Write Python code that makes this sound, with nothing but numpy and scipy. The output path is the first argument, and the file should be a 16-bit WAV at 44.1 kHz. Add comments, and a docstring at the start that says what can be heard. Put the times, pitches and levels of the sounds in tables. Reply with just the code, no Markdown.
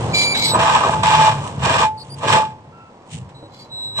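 """A diesel drones under a rumbling hull, then dry tracks squeal and steel grinds through rock in ringing bursts.
Gravel spills; in the lull slipping steel creaks, a rock knocks, and a thin squeal leads into the next stroke
of a bulldozer. Clumped random fractures make grinding, rumble, gravel and creak; wavering sines make ring,
squeals and diesel. Open ground, heard by two closely spaced microphones from a little to the right."""
import sys
import numpy as np
from scipy import signal
from scipy.fft import rfft, irfft, next_fast_len
from scipy.io import wavfile

SR = 44100
rng = np.random.default_rng(int(sys.argv[2]) if len(sys.argv) > 2 else 0)


def inscribe(sig):
    """Save sig as 16-bit PCM at rate SR to the path in sys.argv[1].

    A 1-D sig is mono; a 2-D sig holds one channel per row.
    Samples are clipped to [-1, 1] before scaling.
    """
    pcm = np.round(np.clip(np.atleast_2d(sig).T, -1, 1) * 32767)
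    wavfile.write(sys.argv[1], SR, pcm.astype(np.int16))


N = 176400
TIME = np.arange(N) / SR  # seconds

# Levels marked relative are trimmed or normalised where they are used.
# Steel biting into rock; rise and fall cover 30 dB:
# full_s, until_s, rise_s, fall_s, relative crunch_db, body_db, judder_db
BITES = [(0.552, 0.579, 0.098, 0.044, -30.5, -18, -22), (0.593, 0.753, .015, 0.48, -24.5, -17, -42.5),
         (0.864, 0.869, .15, .3, -33.5, -21.5, -26), (1.035, 1.287, 0.0085, 0.16, -22.5, -18, -38),
         (1.455, 1.467, 0.11, 0.16, -45, -32.5, -35), (1.651, 1.838, 0.08, 0.075, -23.5, -18.5, -29.5),
         (2.242, 2.263, 0.064, 0.05, -31.5, -24, -28.5), (2.291, 2.368, 0.078, 0.13, -21.5, -18, -25),
         (3.985, 4.01, 0.048, .1, -35, -34, -41.5)]
# Spectrum of crumbling stone: frequency_hz, relative level_db
CRUNCH_COLOUR = [(820, -34.5), (1400, -6.5), (1590, -3.5), (2120, -4), (2440, -2.5), (3810, -7.5),
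                 (4790, -17.5), (5790, -10.5), (6330, -20), (7870, -11), (8950, -23.5), (9790, -36),
                 (15000, -33)]
# Resonances of the steel: centre_hz, width_hz, relative level_db
STEEL_MODES = [(488.4, 48, -10.5), (658.4, 22.8, 0.5), (805.4, 47, -3), (884, 62, 1), (989, 50, 3.5),
               (1050, 64, 1), (1155, 55, 4), (1186, 54, 2), (1262, 41, -3), (1548, 39, -8), (1770, 47, -13)]
# Spectrum of the shaken frame: frequency_hz, relative level_db
JUDDER_COLOUR = [(70, -24), (150, 0), (220, -0.5), (310, -4), (480, 3), (620, 0), (900, -12.5), (2000, -55)]
# Swells of the ringing steel; rise covers 30 dB: peak_s, rise_s, level_db
RING_SWELLS = [(.63, 0.25, -19), (.73, 0.096, -18), (0.951, 0.14, -20.5), (1.081, 0.085, -15.5),
               (1.19, 0.17, -14), (1.274, 0.47, -14.5), (1.851, 0.14, -16), (2.381, 0.16, -14)]
RING_HZ = 870.5

# Short track squeals: start_s, length_s, pitch_hz, glide_hz, relative level_db,
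# second_partial_db and third_partial_db against the first, roughness (0-1)
SQUEALS = [(0.131, 0.2, 2342, -2.5, -23.5, -10, -12, 0.09), (.138, 0.12, 4010, -24, -26.5, -17, -31, .38),
           (0.154, 0.18, 4640, 0.5, -28, -8, -18, 0.25), (0.315, 0.19, 2270, -23, -31, -14, -22, 0.36),
           (0.335, 0.19, 3875, -7.5, -26, -31, -34, .32), (0.364, 0.178, 3980, 13, -31, -11, -13.5, .26),
           (0.428, 0.085, 4468, 2, -25.5, -15, -26, 0.02), (0.436, 0.12, 8000, -2, -31, -50, -50, 0.09),
           (0.423, 0.096, 5200, -6, -36.5, -16, -35, .25),
           (1.971, 0.057, 4450, 85.5, -44, -13.5, -21, 0.92), (2.093, 0.051, 4670, 68, -46.5, 0, -21, 0.49),
           (2.717, 0.183, 1348, -15, -52, -11, -40, 0.22), (3.34, 0.13, 3990, -16, -54.5, -15.5, -32, 0.42),
           (3.585, 0.044, 4436, 190, -47.5, -17, -30, .45)]
SQUEAL_RISE_S, SQUEAL_FALL_S = 0.014, 0.055  # the fall covers 60 dB
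# The long thin squeal: time_s, pitch_hz, relative level_db
LONG_SQUEAL = [(3.7, 3920, -55), (3.725, 3947, -36), (3.862, 3936, -30), (3.94, 3920, -39.5),
               (3.98, 3940, -24), (4, 3950, -25.5)]
# Rasps of slipping steel; rise and fall cover 30 dB: full_s, until_s, rise_s, fall_s, level_db
RASPS = [(0.151, 0.24, 0.049, 0.17, -25.5), (0.356, 0.433, .02, 0.12, -30),
         (0.442, 0.502, 0.15, 0.041, -27), (3.54, 3.634, .05, 0.1, -49)]
# Spectrum of the rasps: frequency_hz, relative level_db
RASP_COLOUR = [(1200, -32.5), (2200, 3), (2900, -4), (4000, 4.5), (6800, -2.5), (8500, -14), (10200, -26),
               (12200, -12), (15000, -21.5)]

# Travel noise: time_s, relative hull_rumble_db, relative rolling_tracks_db
TRAVEL = [(0, -40, -30), (.12, -23, -30), (.2, -35.5, -32), (.95, -28, -36.5), (1.45, -31, -37),
          (2.0, -45, -49), (2.3, -39.5, -45), (2.6, -44, -50.5), (3.05, -52, -50), (4, -47.5, -49.5)]
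# Lurches of the hull; rise and fall cover 30 dB: peak_s, rise_s, fall_s, relative level_db
LURCHES = [(.08, 0.43, .25, -23.5), (0.571, 0.15, 0.21, -21), (1.001, 0.25, 0.27, -20),
           (1.649, .25, 0.28, -21), (1.8, 0.22, 0.156, -26), (2.31, .2, 0.38, -24),
           (3.149, 0.072, 0.28, -25), (4, 0.056, .1, -25.5)]
# Spectrum of the hull rumble: frequency_hz, relative level_db
RUMBLE_COLOUR = [(20, -53), (48, -39.5), (72, -6), (115, 1), (150, -0.5), (200, -7), (300, -27),
                 (600, -36.5), (2000, -83.5)]
# Spectrum of the rolling tracks: frequency_hz, relative level_db
ROLL_COLOUR = [(100, -10), (240, 3.5), (340, -0.5), (480, 2), (620, -1), (950, 2.5), (1230, -7),
               (1420, -12), (3000, -19), (5000, -24.5), (8300, -29), (9800, -45.5), (15000, -48.5)]

# Diesel: time_s, mean firing_rate_hz, relative level_db
ENGINE = [(0, 77.7, -23), (0.15, 78.2, -34.5), (0.3, 78.36, -38.5), (0.58, 79.5, -29), (0.78, 75, -38),
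          (0.98, 72.8, -29.5), (1.15, 76.5, -27.5), (1.32, 73, -25), (1.5, 69.24, -39.5),
          (1.75, 67.4, -28.5), (2.0, 67.5, -45.5), (2.35, 70, -32), (2.6, 67, -78), (3.0, 67, -80),
          (3.3, 68, -48), (4, 66.6, -50)]
# Diesel harmonics: multiple of the firing rate, relative level_db
ENGINE_ORDERS = [(1, -16), (1.5, -6.5), (2, -2.5), (2.5, -25), (3, -21)]

# Stones that snap: start_s, level_db, ring_s (time to fall 60 dB)
SNAPS = [(0.35, -22.5, 0.11), (0.595, -28.5, 0.052), (0.75, -18.5, 0.053), (1.033, -20, 0.051),
         (2.326, -14, 0.093), (3.291, -48.5, 0.11)]
# Spills of gravel, and a creak of slipping steel at 3.136 s; rise and fall cover 41 dB:
# peak_s, rise_s, fall_s, level_db
SPILLS_AND_CREAK = [(0.05, 0.83, .5, -41), (0.92, 0.19, 0.29, -35.5), (1.481, 0.99, 0.31, -40.5),
                    (2.08, 0.31, .2, -52), (2.19, 0.089, .1, -42), (3.136, 0.1, 0.14, -35),
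                    (3.6, 0.19, 0.19, -59), (3.84, 0.11, 0.11, -54.5)]
# Spectrum of the gravel and of the creak, which peaks near 3 kHz: frequency_hz, relative level_db
GRAVEL_AND_CREAK_COLOUR = [(500, -34), (1400, -10.5), (3000, 6), (4700, -7), (8000, 0.5), (9000, -5),
                           (9800, -26.5), (15000, -20)]
# Hollow modes of the knocked hull: pitch_hz, level_db against the knock, ring_s (time to fall 60 dB)
HULL_MODES = [(318, 2.5, 0.16), (490, -2, 0.12), (564, 2, 0.14)]
KNOCK_S, KNOCK_DB = 3.428, -39.5

# Likeness of left and right: frequency_hz, likeness (0-1)
ALIKE = [(100, 1), (500, 0.9), (900, 0.9), (1250, 0.32), (1600, 0.29), (3000, 0.42), (6000, 0.12),
         (12000, 0.13)]
# Stereo balance: frequency_hz, left_minus_right_db
BALANCE = [(60, -1.5), (200, 1.5), (500, 0), (750, -1), (1000, -1), (1180, 2), (1500, -3), (2000, -1.5),
           (3300, -3), (4300, 0), (7500, 1), (8700, -10), (10000, -0.5)]
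LEFT_LAG_S = 0.00015
# Overall treble tone: frequency_hz, gain_db
TREBLE_TONE = [(9200, 2), (9800, -5.5), (12000, -2.5), (15000, -19)]
TOP_HZ = 15600  # nothing sounds above this


def grinding(crunch_db=1.0, body_db=1, judder_db=0, chatter_db=0.85):
    """Stone crumbles under steel: fractures crunch, drive the steel's resonances and shake the frame."""
    power = sum((amp(row[4:])[:, None] * swell(*row[:4])) ** 2 for row in BITES)
    crunch, body, judder = np.sqrt(power)
    stone = spread(fractures(rate=5000, scatter_db=0.5), resonant(CRUNCH_COLOUR, ripple_db=4, count=500))
    metal = spread(fractures(rate=12000, scatter_db=3.5), steel)
    frame = grit(JUDDER_COLOUR, rate=8000, scatter_db=4)
    mix = amp(crunch_db) * crunch * stone
    mix = mix + amp(body_db) * body * metal
    mix = mix + amp(judder_db) * judder * frame
    return amp(chatter_db * wobble(90)) * mix


def steel(hz):
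    """Response of the steel: a bank of resonances with alternating sign."""
    response = 0
    for k, (centre, width, db) in enumerate(STEEL_MODES):
        damping = 1j * hz * width
        response = response + (-1) ** k * amp(db) * damping / (centre ** 2 - hz ** 2 + damping)
    return response


def ring(fall_s=.17, drift_hz=2, flutter_db=1):
    """One lightly damped mode of the steel sings as a wavering sine; each swell takes fall_s to drop 30 dB."""
    power = sum((amp(db) * swell(peak, peak, rise, fall_s)) ** 2 for peak, rise, db in RING_SWELLS)
    tone = np.sin(sweep(RING_HZ + drift_hz * wobble(40)))
    return np.sqrt(2) * tone * np.sqrt(power) * amp(flutter_db * wobble(35))


def squeals(level_db=1, long_db=2):
    """Track pins and rollers rasp and squeal in short overlapping notes, later in one long thin one."""
    rasp_level = sum(amp(row[4]) * swell(*row[:4]) for row in RASPS)
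    rasp_colour = resonant(RASP_COLOUR, ripple_db=8.5, count=400)
    out = rasp_level * spread(fractures(rate=13000, scatter_db=3.2), rasp_colour)

    for start, length, pitch, glide, db, second_db, third_db, rough in SQUEALS:
        t = TIME - start
        attack = np.clip(t / SQUEAL_RISE_S, 0, 1)
        release = amp(-60 * np.clip((t - length) / SQUEAL_FALL_S, 0, 3))
        hz = pitch + glide * np.clip(t / length, 0, 1)
        level = amp(db + level_db + 1.84 * wobble(30))
        out += level * attack * release * slip(hz, [0, second_db, third_db], rough)

    hz, level = curves(LONG_SQUEAL)
    gate = swell(LONG_SQUEAL[0][0], LONG_SQUEAL[-1][0], .02, .02)
    return out + amp(level + long_db) * gate * slip(hz, [0, -24, -35], rough=0.13)


def slip(hz, partials_db, rough, jitter_hz=130, flutter_db=5):
    """Stick-slip tone of dry steel; roughness shakes its pitch, and its level separately on each side."""
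    jitter = jitter_hz * rough * (1 + 1.4 * rough ** 3) * wobble(900)
    phase = sweep(hz + jitter)
    tone = sum(amp(db) * np.sin(k * phase) for k, db in enumerate(partials_db, 1) if k * hz.mean() < TOP_HZ)
    flutter = flutter_db * rough * np.array([wobble(110), wobble(110)])
    return np.sqrt(2) * tone * amp(flutter)


def rolling(rumble_db=-4.0, roll_db=3):
    """The hull rumbles and lurches, and the tracks crush loose ground: two colours of dense fractures."""
    bass, middle = curves(TRAVEL)
    lurch_power = sum((amp(db) * swell(peak, peak, rise, fall)) ** 2 for peak, rise, fall, db in LURCHES)
    hull_level = np.sqrt(amp(bass) ** 2 + lurch_power)
    hull = amp(rumble_db) * hull_level * grit(RUMBLE_COLOUR, rate=5000, scatter_db=.8)
    tracks = amp(middle + roll_db) * grit(ROLL_COLOUR, rate=14000, scatter_db=0.0)
    return hull + tracks


def engine(level_db=-2, uneven_db=3):
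    """The diesel labours: low orders of an unsteady firing rate, each wavering in level."""
    hz, level = curves(ENGINE)
    phase = sweep(hz * (1 + 0.009 * wobble(25)))
    tone = 0
    for order, db in ENGINE_ORDERS:
        strength = amp(db + uneven_db * wobble(16))
        tone = tone + strength * np.sin(order * phase + rng.uniform(0, 2 * np.pi))
    return unit(tone) * amp(level + level_db)


def stones_and_creak():
    """Stones snap as decaying noise, fractures make gravel and a steel creak, and a lump knocks hull modes."""
    snaps = sum(amp(db - 60 * np.clip((TIME - s) / t60, 0, 3)) * (TIME >= s) for s, db, t60 in SNAPS)
    snap_noise = spread(rng.standard_normal((2, N)), lambda hz: amp(along(CRUNCH_COLOUR, hz)))
    grit_level = sum(amp(db - 41 * np.maximum((s - TIME) / rise, (TIME - s) / fall))
                     for s, rise, fall, db in SPILLS_AND_CREAK)
    gravel_and_creak = grit_level * grit(GRAVEL_AND_CREAK_COLOUR, rate=8100, scatter_db=3.0)
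    t = np.maximum(TIME - KNOCK_S, 0)
    knock = sum(amp(KNOCK_DB + db - 60 * t / t60) * np.sin(2 * np.pi * hz * t) for hz, db, t60 in HULL_MODES)
    return snaps * snap_noise + gravel_and_creak + knock


def grit(points, rate, scatter_db):
    """Dense tiny fractures of uneven size with the given spectrum."""
    return spread(fractures(rate, scatter_db), lambda hz: amp(along(points, hz)))


def fractures(rate, scatter_db):
    """Random impulses at a mean rate per second, shared in time by both sides; scatter makes sizes clump."""
    hits = rng.random(N) < rate / SR
    return hits * amp(scatter_db * wobble(260)) * rng.standard_normal((2, N))


def resonant(points, ripple_db, count):
    """A spectrum broken up by many close random resonances."""
    ripple = rng.standard_normal(count)
    knots_hz = np.linspace(0, SR / 2, count)
    return lambda hz: amp(along(points, hz) + ripple_db * np.interp(hz, knots_hz, ripple))


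def spread(pair, colour):
    """Colour two unrelated signals and mix them to left and right by likeness, rms 1."""
    def response(hz):
        turn = np.arccos(np.clip(along(ALIKE, hz), 0, 1)) / 2
        return colour(hz) * np.array([np.cos(turn), np.sin(turn)])

    mid, side = filtered(pair, response)
    return unit(np.array([mid + side, mid - side]))


def swell(full, until, rise, fall):
    """Attack, hold and release; rise and fall are the times for 30 dB."""
    distance = np.maximum((full - TIME) / rise, (TIME - until) / fall)
    return amp(-30 * np.clip(distance, 0, 6))


def sweep(hz):
    """Phase in radians of a moving pitch."""
    return 2 * np.pi * np.cumsum(hz) / SR


def wobble(rate):
    """A smooth random curve of rms 1, about rate knots a second."""
    return unit(signal.resample(rng.standard_normal(int(4 * rate) + 4), N))


def curves(rows):
    """One value per sample for each column after the time."""
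    s, *columns = np.transpose(rows)
    return [np.interp(TIME, s, column) for column in columns]


def along(points, hz):
    """Read (frequency_hz, value) points on a log frequency axis."""
    f, v = np.transpose(points)
    return np.interp(np.log(hz + 1), np.log(f + 1), v)


def filtered(x, response):
    """Shape x by a complex response of frequency, with padding for the tail."""
    m = next_fast_len(N + SR // 4)
    return irfft(rfft(x, m) * response(np.fft.rfftfreq(m, 1 / SR)), m)[..., :N]


def amp(db):
    """Decibels to gain."""
    return 10 ** (np.asarray(db) / 20)


def unit(x):
    """Scale to rms 1."""
    return x / np.sqrt(np.mean(x ** 2) + 1e-20)


def scene():
    """All of the machine, reaching the left microphone slightly later."""
    machine = grinding() + ring() + squeals() + rolling() + engine() + stones_and_creak()
    sides = np.array([[.5], [-.5]])  # left, right

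    def arrival(hz):
        delay = np.exp(-2j * np.pi * hz * LEFT_LAG_S * sides)
        return amp(sides * along(BALANCE, hz)) * delay

    return filtered(machine, arrival)


def record(dry):
    """The highest peaks are rounded, the extreme treble is dull, and nothing sounds above TOP_HZ."""
    rounded = dry / (1 + np.abs(dry / .8) ** 8) ** (1 / 8)
    return filtered(rounded, lambda hz: amp(along(TREBLE_TONE, hz)) * (hz < TOP_HZ))


dry = scene()
out = record(dry)
inscribe(out)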